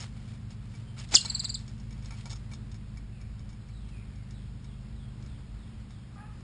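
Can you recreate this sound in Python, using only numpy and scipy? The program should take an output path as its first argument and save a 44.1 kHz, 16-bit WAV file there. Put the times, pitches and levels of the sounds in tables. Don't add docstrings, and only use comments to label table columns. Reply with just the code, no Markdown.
import sys
import numpy as np
from scipy import signal
from scipy.fft import rfft, irfft, next_fast_len
from scipy.io import wavfile
from scipy.ndimage import uniform_filter1d

SR = 44100
rng = np.random.default_rng(int(sys.argv[2]) if len(sys.argv) > 2 else 0)


def level_to_linear(level):
    exponent = np.asarray(level, float) / 20
    return 10 ** exponent


def dump(signal):
    limited = np.clip(np.atleast_2d(signal).T, -1, 1)
    pcm = np.round(limited * 32767).astype(np.int16)
    wavfile.write(sys.argv[1], SR, pcm)


N = 283563

# time_s, pitch_hz, level_db
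CHIP_PATH = [
    (1.139, 7957, -34),
    (1.143, 7000, -15),
    (1.148, 6074, -8.5),
    (1.1538, 5050, -5.8),
    (1.1585, 4446, -9),
    (1.164, 3480, -19),
    (1.171, 2850, -26),
    (1.1755, 2830, -28),
    (1.179, 2650, -49),
]
# start_s, level_db, attack_s, hold_s, release_s
CHIP_BREATH = [
    (1.12, -33.5, 0.0029, .018, 0.0031),
    (1.142, -18.5, .008, 0.0067, .003),
    (1.154, -25, .004, .0005, .008),
]
# start_s, length_s, fall_hz, level_db, bend (above 1 holds the pitch first)
TRILL_NOTES = [
    (1.2075, .0115, 700, -29, .8),
    (1.2535, .0115, 800, -29, .9),
    (1.297, .014, 1000, -25.5, 1.5),
    (1.346, .016, 900, -24.5, 1.5),
    (1.393, .018, 1500, -26, 1.4),
    (1.443, .019, 1650, -27, 1.1),
    (1.492, .018, 1150, -28, 2.2),
    (1.541, .020, 1950, -29, 1.1),
]
# delay_s, level_db
PIPE_ECHOES = [(.0020, -10.5), (0.0123, -19), (0.0144, -20.5), (0.0192, -23), (.0285, -23), (0.031, -27.5)]
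# pitch_hz, level_db, t60_s
PIPE_AIR = [(2830, -46.5, 0.12), (3310, -46.5, 0.092)]
# pitch_hz, level_db, t60_s
PIPE_LOW = [(947.5, -8, 0.074), (1160, -9, 0.011), (1387, -2.5, 0.027)]
# pitch_hz, level_db, t60_s
PIPE_WALL = [(2291, -0.5, 0.055), (1883, -9.5, 0.018)]
# pitch_hz, level_db, t60_s
PIPE_HIGH = [(3170, -25, 0.014), (3711, -7, 0.02), (4260, -9, 0.021), (4900, -3, .01), (5401, 6.5, 0.015)]
# start_s, peak_db
SCRAMBLE_TICKS = [(0.0044, -41), (0.0273, -47), (0.5067, -52.5), (0.7518, -54), (0.99, -45), (0.9969, -47),
                  (1.0893, -48.5), (1.114, -44), (1.2495, -36.5), (1.4376, -46.5), (1.4864, -44),
                  (1.5917, -55.5), (1.6793, -48), (1.7797, -60), (1.7998, -57.5), (1.908, -54),
                  (1.926, -56.5), (2.0262, -56), (2.0475, -56.5), (2.058, -47.5), (2.176, -60),
                  (2.257, -45.5), (2.267, -58), (2.2969, -45.5), (2.3037, -42.5), (2.3126, -43),
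                  (2.3236, -51.5), (2.3581, -50), (2.5146, -56.5), (2.535, -44.5)]
# start_s, peak_db
CREEP_TICKS = [(2.7161, -55), (2.744, -52), (2.973, -58), (3.2138, -56.5), (3.3936, -60.5), (3.4916, -57),
               (3.503, -62.5), (3.528, -62), (3.688, -61.5), (3.8894, -63), (4.158, -64), (4.308, -54.5),
               (4.6435, -55.5), (5.2257, -56), (5.2622, -56), (5.9072, -57), (6.4078, -62.5)]
# start_s, wall_ring_db, low_knock_db
PAW_THUDS = [(0.168, -55, -53), (0.2778, -55, -56), (0.3347, -56.5, -49), (0.3584, -64, -59.5),
             (0.7391, -52, -60), (0.9671, -61.5, -50), (0.9794, -50.5, -52.5), (1.2495, -60, -38.5),
             (1.2595, -49.5, -43), (1.9788, -58, -65), (2.108, -43, -48), (2.12, -48, -51.5),
             (2.14, -50, -57), (2.257, -49.5, -41), (2.3236, -56.5, -49), (2.3335, -56, -54),
             (2.5141, -53, -69), (2.5192, -51.5, -57), (2.973, -54, -70)]
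# start_s, level_db, attack_s, hold_s, release_s
SLIDES = [(0.001, -48.5, 0.0024, .04, .07), (0.14, -65, 0.058, 0.078, .2), (0.29, -64.5, 0.044, .02, 0.22),
          (.51, -62.5, .03, 0.014, 0.059), (.72, -66.5, .2, .08, .4), (1.002, -48.5, .06, .002, .045),
          (1.04, -55.5, 0.03, .002, 0.0704), (1.118, -47.5, 0.046, .002, .003),
          (1.19, -54.5, .003, .14, .7), (2.124, -60, .25, .1, .5), (2.53, -65.5, .04, .02, .06)]
# start_s, length_s, start_hz, end_hz, level_db
BIRD_NOTES = [
    (.862, .03, 3150, 3100, -65),
    (3.09, .18, 2900, 2050, -71),
    (3.595, .025, 4100, 4000, -71),
    (3.65, .3, 4800, 2550, -72),
    (3.89, .15, 2900, 1950, -67),
    (3.87, .025, 4100, 4000, -71),
    (4.1, .12, 2400, 2000, -73),
]
# start_s, level_db, attack_s, hold_s, release_s
BARK_SWELL = (6.19, -59.5, .045, .03, .15)
# multiple, level_db
BARK_PARTIALS = [(2, 4.5), (3, 9), (4, 1.5), (5, -12.5), (6, -6)]
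# multiple, level_db
NEAR_LINES = [(1, -63.5), (2, -47.5), (3, -62), (4, -49.5), (5, -49.5), (6, -65), (7, -57), (8, -57),
              (10, -76), (11, -71.5)]
# multiple, level_db
FAR_LINES = [(1, -61.5), (2, -50.5), (3, -72.5), (4, -57)]
# time_s, level_db
HUM_SWELL = [(0.0, -53), (0.09, -49), (1.11, -48.5), (1.22, -58.5), (1.32, -46), (3.28, -45.5), (3.33, -44),
             (4.32, -50), (5.32, -43), (5.46, -54), (5.53, -42), (5.71, -50.5), (5.77, -46), (6.23, -55.5),
             (6.32, -45.5), (6.43, -56)]
# frequency_hz, level_db_per_hz
FLOOR_COLOUR = [(15, -94), (35, -74.5), (60, -64.5), (110, -71.5), (170, -75), (240, -81), (320, -87),
                (600, -95), (1200, -96.5), (2400, -100), (4000, -103), (5500, -103), (5900, -108),
                (9000, -110)]
# frequency_hz, gain_db
MIC_RESPONSE = [(2000, 0), (5000, 0.5), (5330, 0), (5450, -7.5), (5600, -3.5), (5850, -9), (7000, -14.5),
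                (9000, -6.5)]


def rms_one(x):
    return x / np.sqrt(np.mean(x ** 2) + 1e-20)


def in_time(rows):
    t = np.arange(N) / SR
    s, *columns = np.transpose(rows)
    return [np.interp(t, s, c) for c in columns], (t > s[0]) & (t < s[-1])


def swell(rows):
    out = 0
    for s, db, attack, hold, release in rows:
        corners = s + np.cumsum([-attack, attack, hold, release])
        (shape,), on = in_time(np.transpose([corners, [-25, 0, 0, -25]]))
        out = out + on * level_to_linear(db + shape)
    return out


def shaped(x, gain):
    size = next_fast_len(N)
    hz = np.fft.rfftfreq(size, 1 / SR) + 0.00082
    return irfft(rfft(x, size) * gain(hz), size)[:N]


def colour(x, points):
    hz, db = np.transpose(points)
    return shaped(x, lambda f: level_to_linear(np.interp(np.log(f), np.log(hz), db)))


def drift(rate):
    r = np.exp(-80 * np.pi * rate / SR)
    slow = signal.lfilter([1], [1, -2 * r, r * r], rng.standard_normal(N // 40 + 2002))[2000:]
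    return np.interp(np.arange(N) / 40, np.arange(len(slow)), rms_one(slow))


def ring(clicks, modes):
    out = 0
    for hz, db, t60 in modes:
        r, w = level_to_linear(-60 / (t60 * SR)), 2 * np.pi * hz / SR
        out = out + level_to_linear(db) * signal.lfilter([0, np.sin(w)], [1, -2 * r * np.cos(w), r * r], clicks + 1e-18)
    return out


def whistles(notes, edge):
    out = np.zeros(N)
    for s, length, start_hz, end_hz, db, bend in notes:
        u = np.linspace(0, 1, int(length * SR))
        phase = 2 * np.pi * np.cumsum(start_hz + (end_hz - start_hz) * u ** bend) / SR
        fade = np.clip(np.minimum(u, .5 * (1 - u)) / edge, 0, 1)
        out[int(s * SR):][:len(u)] += level_to_linear(db) * np.sin(phase) * fade
    return out


def dying_noise(t60, size):
    fade = level_to_linear(-60 * np.arange(size) / SR / t60)
    return rms_one(rng.standard_normal(size) * fade) / np.sqrt(size)


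def chipmunk():
    (hz, db), on = in_time(CHIP_PATH)
    throb_s, throb_per_s, throb_db = 1.148, 190, 8.5
    beats = np.clip((np.arange(N) / SR - throb_s) * throb_per_s, 0, 3)
    loudness = np.sqrt(2) * level_to_linear(db - throb_db * np.sin(np.pi * beats) ** 2) * on
    phase = 2 * np.pi * np.cumsum(hz * on) / SR
    chip = loudness * (np.sin(phase) + level_to_linear(-18.5) * np.sin(2 * phase))

    breath = colour(rng.standard_normal(N),
                    [(300, -21.0), (600, -18.5), (850, 8.5), (1200, -13), (3000, -0.5), (4500, -1)])
    rasp = swell(CHIP_BREATH) * breath

    middle_hz = 4225
    trill = [(s, length, middle_hz + fall / 2, middle_hz - fall / 2, db, bend)
             for s, length, fall, db, bend in TRILL_NOTES]
    return pipe_and_yard(chip + whistles(trill, edge=.17)) + rasp


def pipe_and_yard(x):
    response = np.zeros(16000)
    response[0] = 1
    for delay, db in PIPE_ECHOES:
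        response[round(delay * SR)] = level_to_linear(db)
    response[200:] += level_to_linear(-15) * dying_noise(t60=0.25, size=15800)
    return signal.fftconvolve(x, response)[:N] + ring(x, PIPE_AIR)


def contacts():
    tips = []
    for s, db in [*SCRAMBLE_TICKS, *CREEP_TICKS]:
        body_db = -5.5 - 0.66 * (db + 55)
        tips.append((s, db, body_db, body_db, 0.012))
    tick_db = -9
    paws = [(s, wall + tick_db, -tick_db, low - wall - tick_db, .011) for s, wall, low in PAW_THUDS]
    return tips + paws


def claws():
    high, wall, low = np.zeros((3, N))
    grain_size = level_to_linear(3.23 * np.minimum(rng.exponential(1, N), 4))
    grains = (rng.random(N) < 3000 / SR) * grain_size * rng.choice([-1, 1], N)
    for s, db, wall_db, low_db, length in contacts():
        at = int(s * SR)
        length = max(length, .001)
        u = np.arange(min(int(4 * length * SR), N - at)) / SR
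        run = grains[at:at + len(u)] * np.exp(-u / length)
        run[0] = 6
        high[at:at + len(u)] += level_to_linear(db - 15) * run
        wall[at:at + len(u)] += level_to_linear(db + wall_db - 18.5) * run
        low[at:at + len(u)] += level_to_linear(db + low_db - 19.5) * run
    crackle = level_to_linear(11.0) * np.diff(high, prepend=0)
    thud = level_to_linear(7.0) * signal.lfilter([.3, 0, -.3], [1, -1.55, .58], wall + low)
    out = crackle + thud
    for clicks, modes in ((high, PIPE_HIGH), (wall, PIPE_WALL), (low, PIPE_LOW)):
        for mode in modes:
            out += ring(clicks * level_to_linear(1.1 * drift(25)), [mode])
    return out


def rustle():
    grain_size = level_to_linear(2.5 * rng.exponential(1, (2, N)))
    grains = (rng.random((2, N)) < 6000 / SR) * grain_size * rng.choice([-1, 1], (2, N))
    bright_band = signal.butter(2, [1800, 7000], "band", fs=SR, output="sos")
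    dull_band = signal.butter(2, [500, 2200], "band", fs=SR, output="sos")
    bright = rms_one(signal.sosfilt(bright_band, grains[0]))
    dull = rms_one(signal.sosfilt(dull_band, grains[1]))
    return swell(SLIDES) * (bright + level_to_linear(-7) * dull) * level_to_linear(2 + 2.5 * drift(30))


def dog():
    bark_hz, flat_hz, settle_s = 424, 20, .02
    late = np.maximum(np.arange(N) / SR - BARK_SWELL[0], 0)
    hz = bark_hz - flat_hz * np.exp(-late / settle_s)
    phase = 2 * np.pi * np.cumsum(hz * (1 + .028 * drift(60))) / SR
    hoarse = 1 + .4 * drift(250)
    voice = sum(level_to_linear(db + 5.3 * drift(25)) * np.sin(k * phase) for k, db in BARK_PARTIALS)
    return swell([BARK_SWELL]) * hoarse * voice


def birds():
    song_s, gap_s = 4.31, .313
    song_note = (.125, 4600, 2950, -71.5, .5)   # length_s, start_hz, end_hz, level_db, bend
    notes = [(*row, .8) for row in BIRD_NOTES]
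    notes += [(song_s + gap_s * k, *song_note) for k in range(6)]
    return whistles(notes, edge=.2) * level_to_linear(3 * drift(90))


def far_calls():
    bird, bark = birds(), dog()
    blur = dying_noise(t60=.55, size=14000)
    birds_heard = level_to_linear(-13) * bird + level_to_linear(6.5) * signal.fftconvolve(bird, blur)[:N]
    return birds_heard + bark + level_to_linear(-5) * signal.fftconvolve(bark, blur)[:N]


def compressor(shaft_hz, orders, wander, sway_db):
    (deep_db,), _ = in_time(HUM_SWELL)
    upper_db = 0.097 * deep_db - .5 * np.arange(N) / SR
    turn = 2 * np.pi * np.cumsum(shaft_hz * (1 + wander * drift(0.83))) / SR
    out = 0
    for k, db in orders:
        swell_db = deep_db if k * shaft_hz < 70 else upper_db
        gain = level_to_linear(db + swell_db - swell_db.mean() + sway_db * drift(1.2))
        out = out + np.sqrt(2) * gain * np.sin(k * turn + rng.uniform(0, 2 * np.pi))
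    return out


def background_hiss():
    return colour(rng.standard_normal(N) * np.sqrt(SR / 2), FLOOR_COLOUR) * level_to_linear(.5 * drift(3))


def scene():
    near = compressor(25.67, NEAR_LINES, wander=.002, sway_db=1.82)
    far = compressor(55.6, FAR_LINES, wander=.012, sway_db=2.0)
    mono = chipmunk() + claws() + rustle() + far_calls() + near + far + background_hiss()
    return np.array([mono, mono])


def stereo_grain(x, db, power, empty_db):
    z = signal.stft(x, nperseg=2048)[2]
    level = np.exp(uniform_filter1d(np.log(np.abs(z) + 1e-9), size=13, axis=0))
    half_rate = slice(264, 294)
    kept = uniform_filter1d(np.abs(z[half_rate]).mean(axis=0), size=3) > level_to_linear(empty_db)
    z[half_rate] *= kept
    level[half_rate] *= kept

    frames = z.shape[1]
    runs = rms_one(uniform_filter1d(rng.standard_normal(frames), size=4))
    patches = rms_one(uniform_filter1d(rng.standard_normal((82, frames)), size=3))
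    patches = np.repeat(patches, 13, axis=0)[:1025]
    loud = level[40:].mean(axis=0) > level_to_linear(-74)
    apart = (patches > -1.2) * np.where(loud, level_to_linear(7), 1)
    apart[:17] = (runs > 1.8) * level_to_linear(3) + loud * level_to_linear(13)

    noise = signal.stft(rng.standard_normal((2, N)), nperseg=2048)[2]
    grain = level_to_linear(db) * noise / np.abs(noise).mean() * level ** power * apart
    return signal.istft(z + grain, nperseg=2048)[1][:, :N]


def roll_off(x):
    return signal.sosfilt(signal.butter(12, 10460, fs=SR, output="sos"), x)


def record(dry):
    sample_hz = 12000
    mirror = 1 + 2 * np.cos(2 * np.pi * sample_hz * np.arange(N) / SR)
    sampled = colour(dry[0], MIC_RESPONSE) * mirror
    held = shaped(sampled, lambda hz: np.sinc(hz / sample_hz) * (hz < 10500))
    mix = stereo_grain(held, db=-31, power=0.78, empty_db=-103.5)
    return roll_off(mix)


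dry = scene()
out = record(dry)
dump(out)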